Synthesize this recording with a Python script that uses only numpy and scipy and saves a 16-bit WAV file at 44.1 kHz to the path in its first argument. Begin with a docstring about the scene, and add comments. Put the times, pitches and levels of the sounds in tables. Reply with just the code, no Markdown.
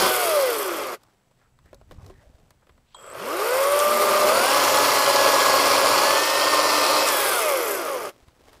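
"""A cordless chainsaw finishes a cut in a wooden pallet, coasts and stops dead; it restarts with a
squeal, spins up, rips through the slats and coasts to a stop again. Its chain is a train of impacts
coloured by bar and wood, and its sprocket adds tones at multiples of the rotation rate.
Between the cuts a boot steps across the boards and excites their modes.
Behind it all lie quiet outdoor air, a faint far hum and a thin insect trill."""
import sys
import numpy as np
from scipy import signal
from scipy.fft import rfft, irfft, next_fast_len
from scipy.io import wavfile
from scipy.ndimage import uniform_filter1d, map_coordinates

SR = 44100
rng = np.random.default_rng(int(sys.argv[2]) if len(sys.argv) > 2 else 0)


def generate_wav(sig):
    """Save sig (samples, or channels by samples) to the path in sys.argv[1] as 16-bit PCM at SR."""
    pcm = np.round(np.clip(np.atleast_2d(sig).T, -1, 1) * 32767).astype(np.int16)
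    wavfile.write(sys.argv[1], SR, pcm)


N = 379260
TIME = np.arange(N) / SR


def amp(db):
    """Decibels to amplitude ratio."""
    return np.exp(np.asarray(db) / 20 * np.log(10))


def unit(x):
    """Normalisation to rms 1."""
    return x / np.sqrt(np.mean(x ** 2) + 1e-20)


def curves(rows):
    """Linear interpolation, per sample, of each column after the time."""
    times, *columns = np.transpose(rows)
    return [np.interp(TIME, times, column) for column in columns]


def gain_at(hz, spectrum):
    """Gain of a (frequency [Hz], level [dB]) curve, interpolated in log frequency."""
    frequencies, db = np.transpose(spectrum)
    return amp(np.interp(np.log(hz), np.log(frequencies), db))


def add(track, start, sound):
    """Superposition of a sound on a track, from start [s]."""
    part = track[max(round(start * SR), 0):][:len(sound)]
    part += sound[:len(part)]


def noise():
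    """White noise of rms 1."""
    return rng.standard_normal(N)


def wobble(rate):
    """Smooth random modulation with rate knots a second."""
    knots = rng.standard_normal(int(N * rate / SR) + 4)
    at = np.arange(0, len(knots) - 1, 1 / 8)
    return np.interp(TIME * rate, at, map_coordinates(knots, [at], order=2))


def filtered(x, response):
    """Zero-phase filtering by a function of frequency."""
    size = next_fast_len(N + 8192)
    return irfft(rfft(x, size) * response(np.fft.rfftfreq(size, 1 / SR)), size)[:N]


def narrow(hz, width_hz):
    """Narrow-band noise of rms 1: one randomly driven resonance."""
    return unit(filtered(noise(), lambda f: 1 / (1 + ((f - hz) / width_hz) ** 2)))


def coloured(x, spectrum, size=4096):
    """Convolution with a minimum-phase body of unit energy: only the spectrum's shape counts."""
    gain = gain_at(np.fft.rfftfreq(size, 1 / SR) + 1, spectrum)
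    cepstrum = irfft(np.log(np.maximum(gain, 1e-6)))
    cepstrum[1:size // 2] *= 2
    cepstrum[size // 2 + 1:] = 0
    ring = irfft(np.exp(rfft(cepstrum)))
    return signal.oaconvolve(x, ring / np.linalg.norm(ring))[:N]


# spectrum of the open air: (frequency [Hz], relative level [dB])
AIR_SPECTRUM = [(12, -34), (20, -5), (81, -22), (119, -8), (153, -14.5), (233, -17.5), (291, -26),
                (654, -24), (3790, -37), (10100, -41), (11600, -46), (14500, -42.5), (15700, -51.5)]

def outdoors(hum_hz=122, insect_hz=7720):
    """Ambient noise: broadband air, a modulated far hum and a narrow-band insect trill."""
    hum = amp(-80 + 3 * wobble(6)) * np.sin(2 * np.pi * hum_hz * TIME + 1.2 * wobble(17))
    trill = amp(-83) * narrow(insect_hz, width_hz=110)
    return amp(-66.5) * coloured(noise(), AIR_SPECTRUM) + hum + trill


# swishes: (peak time [s], 20 dB fade time, sign ignored [s], frequency [Hz], width [Hz], level [dB])
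SCUFFS = [(1.085, .05, 1100, 350, -68), (1.435, -0.07, 1400, 600, -67), (1.68, -0.04, 1900, 450, -67),
          (2, -0.04, 950, 300, -58), (2.06, 0.08, 450, 220, -56.5), (2.17, 0.12, 1800, 250, -67.5),
          (2.245, 0.05, 613, 110, -61.5), (2.4, 0.22, 555, 200, -67.5), (2.63, 0.02, 1200, 600, -66.5),
          (2.925, -0.08, 3200, 1800, -66.5)]

def scuffs():
    """Sliding friction: soles and cloth drag over boards and grass in grainy bands of noise."""
    swishes = sum(amp(db - 20 * np.minimum(((TIME - peak) / fade) ** 2, 10)) * narrow(hz, width)
                  for peak, fade, hz, width, db in SCUFFS)
    return swishes * unit(amp(2.2 * wobble(250)))


# spectra of brushed grass and the loaded pallet: (frequency [Hz], relative level [dB])
GRASS_SPECTRUM = [(150, -35.5), (250, -6), (379, -7), (491, -8), (545, -7.5), (2030, -18.5), (5370, -23.5),
                  (13700, -34), (15700, -34.5)]
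THUMP_SPECTRUM = [(12, -39.5), (20, -3), (38, 4.5), (98, 1.5), (150, -5), (195, -9), (300, -13.5),
                  (390, -40), (660, -120)]
# shifts of weight: (peak time [s], thump level [dB], rustle level [dB], 20 dB fade time [s])
STEPS = [(1.02, -75, -63.5, .5), (1.39, -76.5, -67, 0.2), (1.665, -63.5, -64.5, 0.22),
         (1.82, -52.5, -70, 0.76), (1.93, -43.5, -59, 0.23), (2.05, -46.5, -56.5, 0.2949),
         (2.19, -66, -63, 0.9), (2.3, -50, -66, 0.03), (2.44, -62, -69.5, 0.66), (2.72, -60, -69, 0.44),
         (8.12, -71, -60, 1), (8.27, -57, -66.5, 0.05), (8.5, -59, -55, 0.74)]

def steps(rise_share=0.49):
    """Loading and friction: weight comes onto the pallet while boots and cloth brush the grass."""
    thump, brush = np.zeros((2, N))
    for peak, thump_db, rustle_db, fade in STEPS:
        swell = amp(-20 * np.maximum((peak - TIME) / rise_share, TIME - peak) / fade)
        thump = np.maximum(thump, amp(thump_db) * swell)
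        brush = np.maximum(brush, amp(rustle_db) * swell)
    rustle = coloured(unit(noise() * amp(3 * wobble(400) + wobble(35))), GRASS_SPECTRUM)
    return brush * rustle + thump * coloured(noise(), THUMP_SPECTRUM)


# the boot's weight landing: (time [s], peak level [dB], frequency [Hz], 60 dB decay time [s])
THUDS = [(1.658, -41, 70, 0.046), (1.738, -43, 555, 0.081), (1.915, -42.5, 48, 0.15),
         (1.984, -31.5, 85, 0.028), (2.03, -36.5, 92.3, 0.2), (2.102, -42, 383.3, 0.13),
         (2.271, -42, 60.4, 0.078), (2.345, -41.5, 62, 0.063), (2.433, -45.5, 150, 0.043),
         (8.226, -48, 58, 0.14), (8.281, -42, 80, 0.045)]

def thuds():
    """Damped free vibration: each heavy contact excites one mode of the pallet."""
    out, t = np.zeros(N), np.arange(SR // 4) / SR
    for start, db, hz, t60 in THUDS:
        add(out, start, amp(db - 60 * t / t60) * np.sin(2 * np.pi * hz * t))
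    return out


# modes of a slat: (frequency [Hz], bandwidth [Hz], relative level [dB])
SLAT_MODES = [(393, 61, 7.5), (550, 45, 4.5), (1039.5, 38, -5.5), (1268, 31, -21), (1540, 16, -26)]
# spectra of a slat's body, dry wood, and splinters and grit: (frequency [Hz], relative level [dB])
SLAT_SPECTRUM = [(110, -34.5), (180, -7), (269, -3.5), (627, 0.5), (892, -12), (1130, -14.5), (1320, -23.5),
                 (3000, -26.5), (3900, -46.5), (6600, -120)]
CLACK_SPECTRUM = [(500, -30), (1000, 6), (2200, -5), (3500, -9), (7000, -30.5)]
SNAP_SPECTRUM = [(1800, -32.5), (4000, 1.5), (8000, -2.5), (12000, -5), (16000, -9)]
# boot, saw, switch and loose boards, in relative levels: (time [s], knock [dB], clack [dB], snap [dB])
KNOCKS = [(0.018, -19, -21.5, -33), (1.034, -73.5, -53, -52.5), (1.312, -58, -60.5, -70),
          (1.589, -69.5, -55.5, -65.5), (1.659, -59, -59.5, -63.5), (1.730, -42.5, -47.5, -59),
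          (1.745, -51, -57, -50), (1.813, -49.5, -56, -68), (1.911, -43, -42, -55),
          (1.919, -43, -48.5, -52), (2.063, -51, -52, -49), (2.078, -60, -63, -59),
          (2.099, -43.5, -47.5, -58.5), (2.506, -60, -50.5, -52.5), (2.669, -56, -54, -68),
          (2.693, -56, -47, -66), (2.778, -62, -56, -74), (8.283, -61.5, -52, -59),
          (8.531, -60.5, -48, -52.5), (8.549, -65, -54, -60)]

def knocks():
    """Impact excitation: a light contact rings the slat's modes, with a thud, a clack and a snap."""
    rings, bodies, clacks, snaps = np.zeros((4, N))
    t = np.arange(SR // 10) / SR
    burst = lambda db, t60: amp(db - 60 * t / t60) * rng.standard_normal(len(t))
    for start, knock_db, clack_db, snap_db in KNOCKS:
        ring = np.zeros(len(t))
        for hz, width, db in SLAT_MODES:
            decay = np.exp(-np.pi * max(width, 25) * t)
            ring += amp(db + rng.normal(0, 2.1)) * decay * np.sin(2 * np.pi * hz * t)
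        add(rings, start, amp(knock_db) * ring / np.abs(ring).max())
        add(bodies, start, burst(knock_db - 1.5, t60=0.053))
        add(clacks, start, burst(clack_db - 2.5, t60=0.041))
        add(snaps, start, burst(snap_db + 1.5, t60=0.02))
    wood = rings + coloured(bodies, SLAT_SPECTRUM)
    return wood + coloured(clacks, CLACK_SPECTRUM) + coloured(snaps, SNAP_SPECTRUM)


# resonances of the slat being cut: (time [s], duration [s], frequency [Hz], width [Hz], level [dB])
DRONES = [(0, .0784, 196, 22, -39.5), (0, .0794, 383.7, 22, -25), (3.88, 0.54, 234.7, 22, -43),
          (3.964, .333, 396.3, 22, -30.5), (5.2, .75, 1070, 25, -31), (5.45, .7, 4600, 450, -36.5),
          (6.25, .8, 1052, 18, -33), (6.7, .3, 4300, 300, -38)]

def drones(fade_s=0.04):
    """Forced vibration: the cutters shake the slat, which hums in narrow resonances."""
    out = np.zeros(N)
    for start, duration, hz, width, db in DRONES:
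        gate = np.clip(1 + np.minimum(TIME - start, start + duration - TIME) / fade_s, 0, 1)
        out += amp(db) * narrow(hz, width) * gate
    return out


# hard spots in the wood: (time [s], relative level [dB], frequency [Hz], 60 dB decay time [s])
SNAGS = [(3.79, -11, 9126, .023), (3.799, -16.5, 5912, .04), (7.075, -15.5, 6840, .04),
         (7.087, -7.5, 6650, 0.025), (7.932, -24.5, 9090, .016)]

def snags(q=2.2):
    """Transient excitation: a cutter catches and gives a bright zip of decaying noise."""
    out, t = np.zeros(N), np.arange(SR // 10) / SR
    for start, db, hz, t60 in SNAGS:
        band = signal.lfilter(*signal.iirpeak(hz, q, SR), rng.standard_normal(len(t)))
        add(out, start, amp(db - 7.5 - 60 * t / t60) * unit(band))
    return out


# resonances of the jolted drive: (frequency [Hz], width [Hz], level [dB], 60 dB decay time [s])
DRIVE_MODES = [(1020, 216, -40.5, 0.054), (3970, 400, -47.5, .04), (6950, 400, -50, .03),
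               (8450, 400, -46, .03)]

def motor_start(start=2.946, end=3.135, switch_hz=7850, split_hz=240, ping_hz=3252):
    """Sidebands and impulse response: the switching squeal splits; a current kick rings the drive."""
    out = np.zeros(N)
    t = np.arange(round((end - start) * SR)) / SR
    split = np.pi * split_hz * t ** 2 / t[-1]
    carrier = 2 * np.pi * switch_hz * t + 0.6 * wobble(400)[:len(t)]
    upper = 2 * (t / t[-1]) ** 3 * np.sin(carrier + split)
    lower = 0.67 * np.sin(carrier - split)
    fizz = amp(-58) * narrow(switch_hz, width_hz=346)[:len(t)]
    squeal = amp(-50) * (upper + lower) + fizz
    add(out, start, squeal * np.clip((end - start - t) / 0.0065, 0, 1))

    t = np.arange(SR // 2) / SR
    rotor_ping = amp(-43 - 60 * t / 0.17) * np.sin(2 * np.pi * ping_hz * t)
    rotor_hum = amp(-59) * (1 - t / t[-1]) * narrow(ping_hz, width_hz=90)[:len(t)]
    clunk = sum(amp(db - 60 * t / t60) * narrow(hz, width)[:len(t)]
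                for hz, width, db, t60 in DRIVE_MODES)
    attack = 1 - np.exp(-t / 0.00091)
    add(out, start - 0.001, (rotor_ping + rotor_hum + clunk) * attack)
    return out


CRAWL_SPEED, PART_SPEED = 9, 101.4  # the soft start's floor and plateau [turns/s]
ACCELERATION = 224  # slope of the soft start [turns/s^2]

def run_speed(held, start, friction, crawl_s=0.144, knee=4):
    """Rotational dynamics: soft start, held speed, then coasting against friction and air drag."""
    (cut_start, _), (release, release_speed) = held[0], held[-1]
    ramp = np.hypot(ACCELERATION * np.maximum(TIME - start - crawl_s, 0), CRAWL_SPEED)
    rising = ramp / (1 + (ramp / PART_SPEED) ** knee) ** (1 / knee)
    drag_speed = 101  # air drag equals chain friction here [turns/s]
    coast_s = np.maximum(TIME - release, 0)
    slowing = np.arctan(release_speed / drag_speed) - friction / drag_speed * coast_s
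    coasting = np.maximum(drag_speed * np.tan(np.maximum(slowing, 0)), CRAWL_SPEED)
    return np.select([TIME < cut_start, TIME < release], [rising, curves(held)[0]], coasting)


# sprocket speed in each cut, until the trigger is let go: (time [s], speed [turns/s])
FIRST_CUT_SPEED = [(0, 128), (.1, 125.3), (.2, 121), (.23, 119)]
SECOND_CUT_SPEED = [(4, 100), (4.13, 99.6), (4.28, 100.6), (4.4, 117.5), (4.49, 134.7), (4.54, 140.1),
                    (4.62, 142), (4.9, 141.6), (5.5, 139), (5.9, 139.6), (6.04, 141), (6.2, 149),
                    (6.32, 152.5), (6.5, 151.7), (6.62, 150), (6.89, 149.4), (7.05, 152.5), (7.14, 141.5),
                    (7.26, 135.3), (7.33, 127.1)]
# runs: (trigger time [s], brake time [s], friction [turns/s^2], mesh gain [dB], octave gain [dB])
RUNS = [(-2, .945, 72.5, 2.5, -7), (2.946, 8.093, 80.5, -2, -3.5)]

def drive(ease_s=0.46, slack_s=0.095, brake_db_per_s=897.5):
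    """Attack and decay: the chain takes up slack, the motor's pull eases, the brake ends the sound."""
    speed = np.full(N, float(CRAWL_SPEED))
    pull, running, mesh_db, octave_db = np.zeros((4, N))
    for held, run in zip([FIRST_CUT_SPEED, SECOND_CUT_SPEED], RUNS):
        start, brake, friction, run_mesh_db, run_octave_db = run
        begun, release = TIME >= start, held[-1][0]
        speed[begun] = run_speed(held, start, friction)[begun]
        mesh_db[begun], octave_db[begun] = run_mesh_db, run_octave_db
        pull += begun * np.clip((release - TIME) / ease_s, 0, 1)
        take_up = 1 - np.exp(-np.maximum(TIME - start, 0) / slack_s)
        running += take_up * amp(-brake_db_per_s * np.clip(TIME - brake, 0, 0.5))
    return speed, pull, running, mesh_db, octave_db


# the bar's response to tooth meshing: (frequency [Hz], relative level [dB])
MESH_RESPONSE = [(80, -54), (275, -49), (350, -31), (460, -28.5), (525, -23), (580, -21), (680, -29),
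                 (750, -37), (840, -35.5), (930, -37), (1060, -35), (1190, -24), (1290, -31), (1400, -27),
                 (1520, -29.5), (1690, -35), (1800, -35.5)]
TEETH = 6

def mesh_levels(speed, pull, running, mesh_db, octave_db):
    """Resonance: the mesh tone and its octave swell as they sweep through the bar's peaks."""
    doublings = np.log2(speed / PART_SPEED)
    strength = running * amp(5 * doublings)
    mesh = strength * amp(mesh_db + 2.5 * pull) * gain_at(TEETH * speed, MESH_RESPONSE)
    pull_db = pull * (5.5 + 5 * np.minimum(doublings, 0))  # the octave comes in near part speed
    octave = strength * amp(octave_db + pull_db) * gain_at(2 * TEETH * speed, MESH_RESPONSE)
    accelerating = np.clip(np.gradient(speed) * SR / ACCELERATION, 0, 1)
    torque_hum = amp(-34.5) * running * (speed / PART_SPEED) ** 1.8 * accelerating
    return mesh + torque_hum, octave


# shaft harmonics, relative to the rattle: (multiple, free level [dB], cutting level [dB])
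SHAFT_HARMONICS = [(1, -19, -22), (2, -18, -9), (3, -20, -30), (4, -10, -22), (5, -11, -26),
                   (7, -14.5, -20), (8, -15, -13), (9, -12, -22), (10, -17, -30), (11, -14, -32),
                   (13, -16, -25), (14, -20, -20), (15, -18, -29), (16, -21, -24), (17, -22, -18),
                   (18, -10.5, -36), (20, -20, -34), (24, -9.5, -26), (26, -19, -30), (30, -25, -20)]
# how well the housing radiates them: (frequency [Hz], gain [dB])
HOUSING_RESPONSE = [(30, -34), (100, -13), (200, -20), (290, -8), (400, -.5), (520, 4), (800, -1),
                    (1100, 2), (1220, 3), (1400, 4), (1530, 3), (1750, -8), (1830, -12), (1975, 0),
                    (2130, -5), (2400, -8), (2570, 3), (2750, -7), (3000, -5), (3400, 0), (3900, -6),
                    (4500, -.5)]

def sprocket(turns, mesh, octave, rattle, bite):
    """Periodic forcing: teeth mesh with the chain, the shaft adds harmonics, the load shakes both."""
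    angle = 2 * np.pi * turns + 0.014 * wobble(50)
    meshing = amp(bite * (2.6 * wobble(4) - 2.5) + 1.1 * wobble(45)) * mesh * np.sin(TEETH * angle)
    meshing += amp(bite * (2.2 * wobble(6) - 4) + 2.2 * wobble(50)) * octave * np.sin(2 * TEETH * angle)
    whine = np.zeros(N)
    for multiple, free_db, cutting_db in SHAFT_HARMONICS:
        level_db = free_db + (cutting_db - free_db) * bite + 3 * wobble(14) - 2
        whine += amp(level_db) * np.sin(multiple * angle + rng.uniform(0, 2 * np.pi))
    radiated = filtered(rattle * whine, lambda hz: gain_at(hz + 1, HOUSING_RESPONSE))
    return np.sqrt(2) * (meshing + radiated)


# chain layers: (level at part speed [dB], gain per speed doubling [dB], in wood [dB], under pull [dB])
RATTLE_LAW = (-28.4, 4, 4.1, 2)
RASP_LAW = (-32, 6.5, 4.5, -0.81)
TICKING_LAW = (-29.5, 9, -6, -0.74)
SHUDDER_LAW = (-67, 9, 16.5, 0)

def chain_levels(speed, turns, pull, running, bite, pressure_db, lap_turns=9):
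    """Power laws: four layers grow with speed; whip and creep each peak near a speed of their own."""
    doublings = np.log2(speed / PART_SPEED)
    uneven_db = 0.5 * np.sin(2 * np.pi * turns / lap_turns) + 0.33 * wobble(25)

    def level(law, pressure_share):
        db, speed_db, wood_db, pull_db = law
        load_db = wood_db * bite + pull_db * pull + pressure_share * pressure_db
        return running * amp(db + speed_db * doublings + load_db + uneven_db)

    whip_speed, creep_speed = 68, 27  # [turns/s]
    whip = running * (1 - pull) * amp(-34) * np.exp(-(np.log2(speed / whip_speed) / 0.15) ** 2)
    creep = running * pull * amp(-52) * speed / creep_speed * np.exp(1 - speed / creep_speed)
    return (level(RATTLE_LAW, 0.269), level(RASP_LAW, 0.14), level(TICKING_LAW, 0.34),
            level(SHUDDER_LAW, 0.748), whip, creep)


def impacts(passed, scatter, spread_db, decay_s, hiss):
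    """Shot noise: each whole count of passed fires an uneven burst over steady rubbing; rms near 1."""
    counts = np.arange(int(passed[-1]))
    late, size = rng.standard_normal((len(counts), 2)).T
    onsets = np.interp(counts + scatter * late, passed, np.arange(N)).astype(int)
    energy = np.bincount(onsets, amp(spread_db * np.clip(size, -2.5, 2.5)) ** 2, N)
    power = signal.lfilter([1], [1, -np.exp(-2 / (decay_s * SR))], energy)
    power /= np.abs(uniform_filter1d(power, size=3000)) + 1e-6
    return noise() * np.sqrt(hiss + (1 - hiss) * np.minimum(power, 9))


def flicker(x, depth_db):
    """Random spectral modulation: drifting patches of colour, a few hundred Hz wide."""
    spectra = signal.stft(x, nperseg=512)[2]
    field = uniform_filter1d(rng.standard_normal(spectra.shape), size=4, axis=0)
    field = uniform_filter1d(field, size=30, axis=1)
    return signal.istft(spectra * amp(depth_db * unit(field)), nperseg=512)[1][:N]


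# lag of the chain's glancing echo: (time [s], delay [ms])
ECHO_DELAY = [(0, .26), (.33, 0.21), (.55, 0.23), (.95, 0.25), (3.8, .228), (4.4, .29), (6.9, .25),
              (7.2, .218), (7.35, .21), (7.5, .176), (7.7, 0.15), (7.87, .19)]

def board_echo(x):
    """Reflection off the board: a sweeping colour in the treble as the saw tilts."""
    lag = curves(ECHO_DELAY)[0] * SR / 1000
    return map_coordinates(x, [np.arange(N) - lag], order=3)


# peaks and hollows of the saw's body: (frequency [Hz], bandwidth [Hz], gain [dB])
BODY_RESONANCES = [(536, 45, 2), (765, 100, -1.5), (1056, 41, 1.2), (1212, 52, 1), (1840, 99, -3.5),
                   (1936, 92, 2), (2258, 82, -1.5), (3295, 120, 1), (3594, 180, 0), (8700, 400, -1)]

def saw_body(x):
    """Resonance and antiresonance: the body lifts or lowers narrow bands of the chain's noise."""
    for hz, width, db in BODY_RESONANCES:
        x = x + (amp(db) - 1) * signal.lfilter(*signal.iirpeak(hz, hz / width, SR), x)
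    return x


# spectra of bar, scraping and steel, free and in wood: (frequency [Hz], relative level [dB])
BAR_FREE = [(120, -55.5), (200, -29.5), (291, -19), (359, 0), (384, 2), (468, -1), (580, 2.5), (689, -7.5),
            (888, -5.5), (981, -6.5), (1210, 1.5), (1380, -5), (1840, -11.5), (2060, -15), (2800, -16),
            (3640, -52), (6160, -120)]
BAR_IN_WOOD = [(120, -56), (200, -39.5), (285, -12.5), (325, -10.5), (415, -4.5), (458, -9), (546, 3),
               (720, -5.5), (831, -6), (898, -4.5), (1070, 0.2), (1560, -9.5), (1650, -16), (1880, -13.5),
               (2800, -17.5), (3640, -50.5), (6160, -120)]
SCRAPE_FREE = [(1240, -29), (2100, 5.5), (2800, -0.5), (3280, 2), (3800, -5.5), (5080, -2.5), (7010, -7),
               (7590, -20), (8420, -7), (9000, -10.5), (11700, -31.5), (19800, -120)]
SCRAPE_IN_WOOD = [(1240, -39.5), (2100, -1), (2260, -2.5), (2710, -4), (3160, -1.5), (3810, -5.5),
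                  (4360, 0), (5110, 0), (5810, -2), (6210, -8.5), (6800, -6.5), (9000, -13), (11700, -30.5),
                  (19800, -120)]
STEEL_FREE = [(4240, -21), (7200, -4), (7710, 1), (8560, -6), (9290, 1), (10700, 1), (12300, 2.5),
              (14600, -5), (15400, -8.5), (15700, -14.5)]
STEEL_IN_WOOD = [(4240, -22.5), (7200, -4), (8870, -3), (9660, 3.5), (11300, -3), (12300, -0.5),
                 (14700, -5), (15300, -7), (15700, -18.5)]
# spectra of one link's click and the shaken board: (frequency [Hz], relative level [dB])
CLICK_SPECTRUM = [(1500, -22), (4000, -12), (8300, -14), (9600, 0), (12500, -1), (15000, -14)]
BOARD_SPECTRUM = [(32, -51.5), (55, -20.5), (83, -12.5), (107, -5), (135, -5.5), (177, -15), (210, -6),
                  (260, -3.5), (340, -33.5), (570, -120)]

def chain(turns, levels, bite, pull, taut_hz=485, taut_db=-7.5, echo_gain=0.17):
    """Source and filter: links slap the bar, cutters tear fibres and shake the board, rivets tick."""
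    rattle, rasp, ticking, shudder, whip, creep = levels
    links = TEETH * turns
    cutters = links / 2
    free, cutting = np.sqrt(1 - bite), np.sqrt(bite)
    unevenness = rng.standard_normal(128)  # of the sprocket, repeating on every turn
    buzz = 0.11 * map_coordinates(unevenness, [turns % 1 * len(unevenness)], mode="grid-wrap")
    slaps = impacts(links, scatter=0.22, spread_db=5, decay_s=0.0015, hiss=0.64) + buzz
    tearing = impacts(cutters, scatter=0.36, spread_db=3, decay_s=0.0007, hiss=0.56)
    scraping = impacts(2 * links, scatter=0.39, spread_db=3.5, decay_s=0.0012, hiss=0.53) + buzz
    ripping = impacts(cutters, scatter=0.57, spread_db=5.5, decay_s=0.0014, hiss=0.66) + buzz
    # each link ticks twice: at the sprocket and at the bar's nose
    ticks = impacts(2 * links, scatter=0.31, spread_db=9.5, decay_s=0.00027, hiss=0.22)
    # a coasting chain whips on the bar; a creeping one clicks link by link
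    lashes = impacts(2 * turns, scatter=0.16, spread_db=5, decay_s=0.002, hiss=0.1)
    clicks = impacts(links, scatter=0.25, spread_db=3.5, decay_s=0.0012, hiss=0.05)

    bar = coloured(slaps, BAR_FREE)
    bar_bass = filtered(bar, lambda hz: np.exp(-(hz / taut_hz) ** 6))
    bar += (amp(taut_db * pull) - 1) * bar_bass  # a taut chain slaps less in the bass
    low = rattle * (free * bar + cutting * coloured(tearing, BAR_IN_WOOD))
    middle = rasp * (free * coloured(scraping, SCRAPE_FREE) + cutting * coloured(ripping, SCRAPE_IN_WOOD))
    high = ticking * (free * coloured(ticks, STEEL_FREE) + cutting * coloured(tearing, STEEL_IN_WOOD))
    high += whip * coloured(lashes, STEEL_FREE) + creep * coloured(clicks, CLICK_SPECTRUM)
    treble = middle + high
    treble = flicker(treble + echo_gain * free * board_echo(treble), depth_db=1.4624)
    chatter = amp(0.36 * bite * wobble(70))  # the bar hops in the kerf
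    return chatter * saw_body(low + treble) + shudder * coloured(noise(), BOARD_SPECTRUM)


# the bar in the wood: (time [s], depth of bite [0-1], pressure on the board [dB])
CUT_LOAD = [(0, .87, 11), (.07, .7, 9), (.11, 0.07, 0), (3.75, 0.14, 0.5), (3.98, 0.4, 4.5), (4.3, .75, 10),
            (4.5, 0.82, 3), (6, 0.99, 3.5), (6.3, 0.79, -9), (6.6, 0.98, -4.5), (7.05, .87, -4.5),
            (7.14, 0.3, 2), (7.5, 0.02, 2.5)]

def chainsaw():
    """Coupled sources: one rotation times chain and sprocket; speed, pull and load set their levels."""
    speed, pull, running, mesh_db, octave_db = drive()
    turns = np.cumsum(speed) / SR
    bite, pressure_db = curves(CUT_LOAD)
    levels = chain_levels(speed, turns, pull, running, bite, pressure_db)
    mesh, octave = mesh_levels(speed, pull, running, mesh_db, octave_db)
    return chain(turns, levels, bite, pull) + sprocket(turns, mesh, octave, rattle=levels[0], bite=bite)


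def scene():
    """Superposition of the saw, its user and the outdoor air."""
    sawing = chainsaw() + motor_start() + snags() + drones()
    return (sawing + knocks() + thuds() + steps() + scuffs() + outdoors())[None]


def record(dry):
    """Band limiting: an ideal low-pass filter at 15.6 kHz."""
    return filtered(dry[0], lambda hz: hz < 15600)[None]


dry = scene()
out = record(dry)
generate_wav(out)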